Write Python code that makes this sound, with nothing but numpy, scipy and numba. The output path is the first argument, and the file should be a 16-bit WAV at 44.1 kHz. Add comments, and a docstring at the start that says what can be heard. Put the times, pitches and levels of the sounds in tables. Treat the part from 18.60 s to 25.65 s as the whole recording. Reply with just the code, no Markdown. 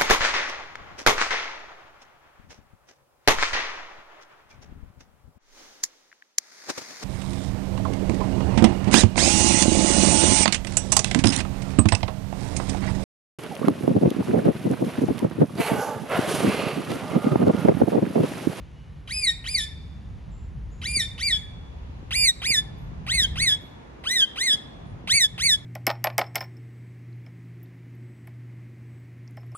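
"""A parakeet screeches six pairs of arched calls in a walled garden, a few metres from a phone.
Each call is a gliding tone with overtones, throbbed by a second membrane and roughened by air noise; walls echo it.
Behind it, low noise and falling pops are wind on the microphone ports, and shaped noise is a distant town hum,
leaves and small birds peeping far off.
The phone starts zoomed in with a narrow stereo image, then widens; its gain control ducks under loud sound."""
import sys
import numpy as np
from scipy import signal
from scipy.fft import rfft, irfft, next_fast_len
from scipy.io import wavfile
from scipy.ndimage import uniform_filter1d
from numba import njit

SR = 44100
rng = np.random.default_rng(int(sys.argv[2]) if len(sys.argv) > 2 else 0)


def put_to_file(sound):
    """Save the sound as 16-bit audio at rate SR, in the file named by the first command-line argument."""
    columns = np.atleast_2d(sound).T  # one column per channel
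    safe = np.clip(columns, -1, 1)
    whole_steps = np.round(safe * 32767)
    wavfile.write(sys.argv[1], SR, whole_steps.astype(np.int16))


N = 310905

# Distant town hum over time. Each row: time in seconds, level in dB.
TOWN_LEVEL = [(0.0, -54), (6.2, -47), (7.05, -52)]
# Tone of the town hum. Each row: frequency in Hz, relative density in dB per Hz.
TOWN_SPECTRUM = [(120, -0.5), (250, 11.5), (420, 3.5), (700, 0), (1100, -2.5), (1900, -10), (3000, -17)]
# Tone of the leaves. Each row: frequency in Hz, relative density in dB per Hz.
LEAVES_SPECTRUM = [(1200, -6), (2500, 2.5), (4000, -4), (6500, -9), (8500, -22), (11500, -17),
                   (12500, -62.5)]
# Faint small birds far off. Each row: start in seconds, length in seconds, pitch in Hz, width in Hz,
# level in dB before its fade.
FAR_PEEPS = [(.13, .3, 2930, 60, -66), (1.7, .25, 7300, 300, -66), (2.1, .2, 6900, 400, -66),
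             (4.17, .16, 11400, 250, -72), (4.83, .05, 1390, 50, -56), (5.0, .18, 11500, 200, -71),
             (6.26, .1, 9600, 200, -74)]
# Wind on the ports. Each row: time in seconds, level of the low rumble in dB, upper rumble above it in dB.
WIND_LEVEL = [(0.0, -41, -2), (0.12, -49, 4.5), (0.53, -39.5, -5), (1.94, -37.5, -3), (3.42, -40.5, -3),
              (3.63, -32.5, -7.5), (3.73, -43.5, 0), (4.83, -35, -1), (5.1, -55.5, 6.5), (5.42, -47, -3.5),
              (5.65, -58, 7.5), (5.77, -52.5, -2.5), (6.36, -47.5, 8), (6.77, -57.5, 16), (6.87, -40, 0),
              (7.05, -62, 18)]
# Gust pops. Each row: start in seconds, level in dB before its envelope.
GUST_POPS = [(2.281, -36), (2.368, -28.5), (3.29, -50.5), (3.427, -34), (3.901, -30.5), (4.315, -37),
             (4.617, -33), (4.801, -35.5), (4.868, -34), (5.035, -34.5), (5.388, -38.5), (5.933, -32),
             (6.439, -34)]
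# The screeches; the bird faces away at first, so its echoes are strong.
# Each row: start in seconds, length in seconds, climb in seconds, fall in seconds, top in Hz,
# end pitch aimed for in Hz, lateness of climb and of fall (exponents on time, 1 = even),
# share of the arch that sags away steadily (0-1), fundamental, 2nd harmonic and higher harmonics in dB,
# push of the overtones on the way down in dB, flutter depth (0-1), echo of near walls in dB.
CALLS = [(0.474, 0.26, 0.068, 0.15, 2585, 1866, 1.29, 2.88, 0.37, -28.5, -36.0, -37.5, 7.5, 0.07, 1.5),
         (0.84, 0.22, 0.059, 0.11, 2501, 1759, 1.34, 1.52, 0.0, -30.5, -37.0, -37.5, 5, 0.09, 3.0),
         (2.215, 0.25, 0.067, 0.14, 2424, 1784, 1.58, 2.54, 0.01, -28.5, -36.5, -37.5, 9, 0.1, 1),
         (2.578, 0.21, 0.067, 0.09, 2411, 1711, 0.87, 1.75, 0.28, -25.5, -32.5, -34.0, 6.0, 0.1, -2.5),
         (3.507, 0.21, 0.062, 0.13, 2458.0, 1885, 1.23, 2.66, 0.18, -20.5, -22.5, -24.5, 9, 0.28, -12),
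         (3.817, 0.2, 0.064, 0.095, 2507.0, 1735, 1.41, 1.07, 0.0, -20.5, -25.0, -27.0, 0.5, 0.28, -12),
         (4.464, 0.2, 0.084, 0.15, 2241, 1503, 1.11, 0.79, 0.29, -23.0, -29.0, -30.5, 5.0, 0.27, -5.5),
         (4.756, 0.21, 0.072, 0.089, 2285, 1683.0, 1.2, 1.22, 0.37, -22.0, -26.5, -30.0, 2, 0.25, -8.5),
         (5.437, 0.22, 0.11, 0.16, 2061, 1522, 0.87, 0.6, 0.7, -23.0, -29.0, -31.5, 5.0, 0.22, -5.5),
         (5.757, 0.206, 0.095, 0.088, 2177, 1668, 0.98, 0.82, 0.7, -22.5, -28, -30.5, 1.5, 0.19, -5.5),
         (6.473, 0.2, 0.089, 0.11, 2324, 1686, 0.93, 1.15, 0.7, -18.5, -22.5, -22.5, 4.0, 0.24, -15.5),
         (6.778, 0.19, 0.069, 0.089, 2306, 1712, 1.15, 1.05, 0.02, -21.5, -24.5, -25.0, 1.5, 0.18, -15)]
# How the throat favours each part as the pitch moves.
# Each row: pitch in Hz, fundamental in dB, 2nd harmonic in dB, higher harmonics in dB.
VOICE_BALANCE = [(600.0, 4, 1, 19.5), (1200.0, -9, 4, 1.5), (1590, -10.5, 6.5, -4), (1713, -9, 8, -2.5),
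                 (1938, -6.5, 2.5, 0.5), (2152, -6.0, -2, -2.5), (2194, 1, 1.5, -0.5),
                 (2550.0, -7.5, 1, -0.5)]
# Harmonics 3 to 8 at the syrinx, one relative level in dB each.
SYRINX_DB = [2, 5, -1.5, 3, 3, 0.5]
# Throat, beak and microphone on the higher harmonics. Each row: frequency in Hz, gain in dB.
THROAT_GAIN = [(1500, -2), (2700, 15.5), (5000, 7.5), (7000, 3.5), (9500, 6), (10600, 1.5), (12200, -8.5),
               (13200, -45.5), (14800, -23), (16500, -15.5)]
# Ports towards the bird, zoomed in. Each row: frequency in Hz, left leads in radians, left minus right in dB.
NARROW_PORTS = [(2010, 1.5, -1), (2540, -0.1, 0), (5760, 1.82, 0.5), (6730, -18.5, -5), (6970, 2.5, 0.5),
                (8780, 2, 1), (9820, 1, -0.5), (10400, -31.5, 1), (12960, 3, -3), (12400, -2.5, 2.5)]
# The same when wide. Each row: frequency in Hz, left leads in radians, left minus right in dB.
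WIDE_PORTS = [(1000, 0.17, 1.5), (2280, 1.17, -1), (3400, 2.184, 0.5), (5050, 2.34, -5.5),
              (6080, 4.49, -1.5), (7120, 4, -9), (8400, 3.53, 18), (9230, 8.68, -3.5), (10200, 7.8, 0),
              (11700, 8, -1), (12600, 4.6, -0.5)]

ZOOM_OUT_START_S, ZOOM_OUT_END_S = 2.644, 2.81
LEAVES_DB = -63.5
POP_DROP_HZ = 484
START_HZ, SETTLE_S = 534.3, .0209  # every call scoops up from here
ROUND_S = .014  # inertia that rounds the corners of the pitch arch
SWELL_DB, SWELL_S = -29.5, 0.023  # effort starts this low and catches up
FADE_DB_PER_S, CLOSE_S = 150, 0.026  # on the held end note; final closing
FLUTTER_RATIO = .165  # the second membrane beats at this share of the pitch
RASP_DB, SCRATCH_DB = -16, -15  # against the overtones, against the loudest fundamental
JITTER_RAD, FLICKER_DB = .07, 2.5  # spread of the uneven cycles; of the overtone levels
NEAR_SPAN_S, GARDEN_T60_S, WASH_T60_S = .016, 1.05, 0.31  # spread of quick echoes; decay of tail and wash
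GARDEN_DB, FAR_WALL_DB, WASH_DB = -18.5, -24, -12.5  # against the sound sent; the first two before leaves dull them
FAR_WALL_S = 0.1096
LIMIT_DB, LIMIT_RATIO, ATTACK_S, RELEASE_S = -17, 5.2, 0.0089, 0.14
TOP_HZ = 15800
SIDES = np.array([[1], [-1]])  # left, right
T = np.arange(N) / SR
SIZE = next_fast_len(N + SR)


def undb(db):
    """Amplitude factor for a level in dB."""
    return 10 ** (np.asarray(db) / 20)


def level(x, db):
    """Scale a signal to this rms level."""
    return x * undb(db) / np.sqrt(np.mean(x ** 2))


def on_log(hz, table, order=1):
    """A table column read at these frequencies, straight on a log scale."""
    table = np.array(table, float)
    return np.interp(np.log(np.maximum(hz, 1)), np.log(table[:, 0]), table[:, order])


def filtered(x, gain):
    """Apply a complex gain given as a function of frequency."""
    freqs = np.arange(SIZE // 2 + 1) * SR / SIZE
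    return irfft(rfft(x, SIZE) * gain(freqs), SIZE)[..., :N]


def band(hz, width, channels=1):
    """Noise in a bell-shaped band, rms 1."""
    noise = rng.standard_normal((channels, N))
    return level(filtered(noise, lambda f: np.exp(-((f - hz) / width) ** 2)), 0)


def walk(rate):
    """Random levels held 1 / rate s and slewed twice; spread near 1."""
    hold = int(SR / rate)
    steps = np.repeat(rng.standard_normal(N // hold + 1), hold)
    return 1.32 * uniform_filter1d(uniform_filter1d(steps, hold), hold)[:N]


@njit
def follow(x, attack, release):
    """Envelope that rises fast and falls slowly."""
    y, e = np.empty(len(x)), 1e-6
    for i in range(len(x)):
        e += (x[i] - e) * (attack if x[i] > e else release)
        y[i] = e
    return y


def zoom():
    """0 while zoomed in, 1 when wide."""
    return np.interp(T, [ZOOM_OUT_START_S, ZOOM_OUT_END_S], [0, 1])


def hiss(spectrum, side):
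    """Octave bands of noise that each flicker a little, shaped to a spectrum, rms 1."""
    out = 0
    for hz in 110 * 2. ** np.arange(8):
        mid, wide = band(hz, hz / 2, channels=2)
        stereo = mid + side * min(hz / 550, 1) * wide * SIDES  # lows stay near the middle
        out = out + undb(1.2 * walk(3.8)) * np.sqrt(hz) * stereo
    lowest, highest = spectrum[0][0], spectrum[-1][0]
    return level(filtered(out, lambda f: undb(on_log(f, spectrum)) * (f > lowest) * (f < highest)), 0)


def town_hum():
    """Distant town: broad noise, its level drifting; the zoom narrows it."""
    s, db = np.transpose(TOWN_LEVEL)
    return undb(np.interp(T, s, db)) * hiss(TOWN_SPECTRUM, 0.73 + .5 * zoom())


def leaves():
    """Leaves as brighter noise, plus a faint treble band that the zoom lifts."""
    rustle = undb(LEAVES_DB) * hiss(LEAVES_SPECTRUM, 0.18 + 0.91 * zoom())
    return rustle + undb(-85 - 7.2 * zoom()) * band(9750, 2000)


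def far_birds():
    """Small birds far off: narrow bands of noise that start quickly and fade evenly."""
    out = 0
    for at, length, hz, width, db in FAR_PEEPS:
        t = (T - at) / length
        out = out + undb(db) * band(hz, width) * np.clip(t * 8, 0, 1) * np.clip(1 - t, 0, 1)
    return out


def wind():
    """Low buffeting, mostly shared by both ports, with sudden falling pops."""
    s, db, upper_db = np.transpose(WIND_LEVEL)
    low, high = band(58.5, 27, channels=2), band(113.3, 87.3, channels=2)
    low = low[0] + undb(-11) * low[1] * SIDES
    high = high[0] + undb(-10) * high[1] * SIDES
    upper = undb(np.interp(T, s, upper_db) + 1.5 * walk(25)) * high
    out = undb(np.interp(T, s, db)) * (low + upper)
    t = T[:int(.04 * SR)]
    glide = 130 + POP_DROP_HZ * np.exp(-t / 0.0038)
    envelope = np.exp(-t / 0.017) * np.minimum(t / 0.0033, 1)
    pop = np.sin(2 * np.pi * np.cumsum(glide) / SR) * envelope
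    for at, db in GUST_POPS:
        i = int(at * SR)
        out[:, i:i + len(t)] += undb(db + 1.3 * SIDES) * pop  # the wind hits the left port harder
    return out


def garden(x, send):
    """Near walls and ground give quick echoes, a far wall a late one, the garden a long thin tail."""
    t = T[:SR]
    near = np.zeros(SR)
    delay, sign = rng.random((12, 2)).T
    near[(SR * (.001 + NEAR_SPAN_S * delay)).astype(int)] = np.sign(sign - .5) * np.exp(-delay / 0.25)
    near = near / np.linalg.norm(near)

    tail = rng.standard_normal((2, SR)) * undb(-60 * t / GARDEN_T60_S) * np.minimum(t / 0.011, 1)
    tail = (tail[0] + 0.69 * tail[1] * SIDES) / np.linalg.norm(tail[0])
    wall = rng.standard_normal(SR) * np.exp(-((t - FAR_WALL_S) / 0.0084) ** 2)
    late = undb(GARDEN_DB) * tail + undb(FAR_WALL_DB) * wall / np.linalg.norm(wall)
    late = filtered(late, lambda f: 1 / (1 + (f / 5000) ** 2))[:, :SR]  # leaves swallow the treble

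    # bright short scatter from bushes and walls
    wash = rng.standard_normal((2, SR)) * undb(-60 * t / WASH_T60_S)
    late = late + undb(WASH_DB) * (wash[0] + .7 * wash[1] * SIDES) / np.linalg.norm(wash[0])
    quick_echoes = signal.fftconvolve(send, near)[:N]
    return x + quick_echoes + signal.fftconvolve((0.039 * x + send)[None], late)[:, :N]


def ports(x, table):
    """The two ports hear the bird with a phase and level gap that depends on frequency."""
    def gain(f):
        share = 2 / (1 + undb(-2 * SIDES * on_log(f, table, order=2)))
        return np.sqrt(share) * np.exp(.5j * SIDES * on_log(f, table))
    return filtered(x, gain)


def arch(t, climb, fall, top_hz, end_hz, climb_late, fall_late, sag):
    """Pitch scoops up to the end note, with a hump on top of it; also how far the fall has come, 0-1."""
    falling = np.clip((t - climb) / fall, 0, 1)
    down = falling ** fall_late
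    away = 1 - np.clip(t / climb, 0, 1) ** climb_late + down  # distance from the top of the hump
    scoop = end_hz - (end_hz - START_HZ) * np.exp(-t / SETTLE_S)
    hump = (top_hz - end_hz) * np.cos(np.pi / 2 * away) ** 2 * (1 - sag * falling)
    return scoop + uniform_filter1d(hump, int(ROUND_S * SR), mode="nearest"), down


def overtones(phase, hz, strain, flicker):
    """Harmonics 3 to 8 weighted by syrinx and throat; three wavers of level are shared among them."""
    k = np.arange(3, 9)[:, None]
    db = on_log(k * hz, THROAT_GAIN) + np.array(SYRINX_DB)[:, None] - 2.37 * (k - 3) * (1 - strain)
    weight = undb(db) * (k * hz < TOP_HZ)
    weight = weight / np.sqrt(np.sum(weight ** 2, axis=0))
    weight = weight * undb(FLICKER_DB * flicker[k[:, 0] % 3])
    return np.sum(weight * np.sin(k * phase + k), axis=0)


def screech(row, shimmer, air):
    """An arched tone with overtones; a slower second membrane throbs it, adding side lines, and air rasps."""
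    start, length, climb, fall, top_hz, end_hz, climb_late, fall_late, sag = row[:9]
    db, second_db, upper_db, push_db, flutter, _ = row[9:]
    span = slice(int(start * SR), int((start + length) * SR))
    t = T[span] - start
    pitch_waver, beat_waver, level_waver, jitter, second_flicker = shimmer[:5, span]
    hz, down = arch(t, climb, fall, top_hz, end_hz, climb_late, fall_late, sag)

    effort_db = SWELL_DB * np.exp(-t / SWELL_S) - FADE_DB_PER_S * np.clip(t - climb - fall, 0, 1)
    db = db + effort_db + on_log(hz, VOICE_BALANCE, order=1)
    second_db = second_db + effort_db + on_log(hz, VOICE_BALANCE, order=2) + push_db * down
    second_db = second_db + FLICKER_DB * second_flicker
    upper_db = upper_db + effort_db + on_log(hz, VOICE_BALANCE, order=3) + .5 * push_db * down

    phase = 2 * np.pi * np.cumsum(hz * (1 + 0.0047 * pitch_waver)) / SR
    strain = np.clip((hz - 1500) / 600, 0, 1)  # the second membrane joins in only high in the arch
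    beat = FLUTTER_RATIO * phase + .5 * beat_waver
    # the beat also bends the fundamental, which favours its upper side line
    bend = .6 * flutter * strain * np.cos(beat)
    phase = phase + JITTER_RAD * jitter  # uneven cycles thicken the overtones most
    tone = undb(db) * np.sin(phase - bend) + undb(second_db) * np.sin(2 * phase + 1)
    tone += undb(upper_db) * overtones(phase, hz, strain, shimmer[5:8, span])
    throb = 1 + flutter * strain * np.sin(beat) + 0.03 * level_waver
    edges = np.clip(np.minimum(t / 0.0022, (length - t) / CLOSE_S), 0, 1)

    # turbulent air goes with the overtones, and scratches most before the tone has settled
    rasp = undb(RASP_DB + upper_db - 3.1 * strain) * air[0, span]
    scratch = undb(SCRATCH_DB + np.max(db)) * np.exp(-t / 0.028) * air[1, span]
    out = np.zeros(N)
    out[span] = edges * (np.sqrt(2) * throb * tone + rasp + scratch)
    return out


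def parakeet():
    """All calls, direct and echoed by the garden, heard by ports that change with the zoom."""
    shimmer = np.array([walk(rate) for rate in (150, 60, 900, 1100, 90, 90, 90, 90)])
    # air noise is brighter than the tone
    noise = rng.standard_normal(N)
    rasp = level(filtered(noise, lambda f: undb(on_log(f, THROAT_GAIN)) * f ** 1.53), 0)
    air = np.array([rasp, band(2730, 800)[0] + undb(-22.5) * rasp])
    calls = [screech(row, shimmer, air) for row in CALLS]
    send = sum(undb(row[-1]) * call for call, row in zip(calls, CALLS))
    heard = garden(sum(calls), send)
    return (1 - zoom()) * ports(heard, NARROW_PORTS) + zoom() * ports(heard, WIDE_PORTS)


def scene():
    """The garden from its far background to the bird."""
    return town_hum() + leaves() + far_birds() + wind() + parakeet()


def record(dry):
    """Gain control turns everything down while the sound is loud; deep bass and top are cut."""
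    dry = signal.sosfilt(signal.butter(4, 40, "high", fs=SR, output="sos"), dry)
    rms = np.sqrt(uniform_filter1d(np.mean(dry ** 2, axis=0), 200).clip(0))
    loud = follow(rms, 1 / (ATTACK_S * SR), 1 / (RELEASE_S * SR))
    gain = np.minimum(undb(LIMIT_DB) / loud, 1) ** (1 - 1 / LIMIT_RATIO)
    return signal.sosfilt(signal.ellip(8, .2, 70, TOP_HZ, fs=SR, output="sos"), dry * gain)


dry = scene()
out = record(dry)
put_to_file(out)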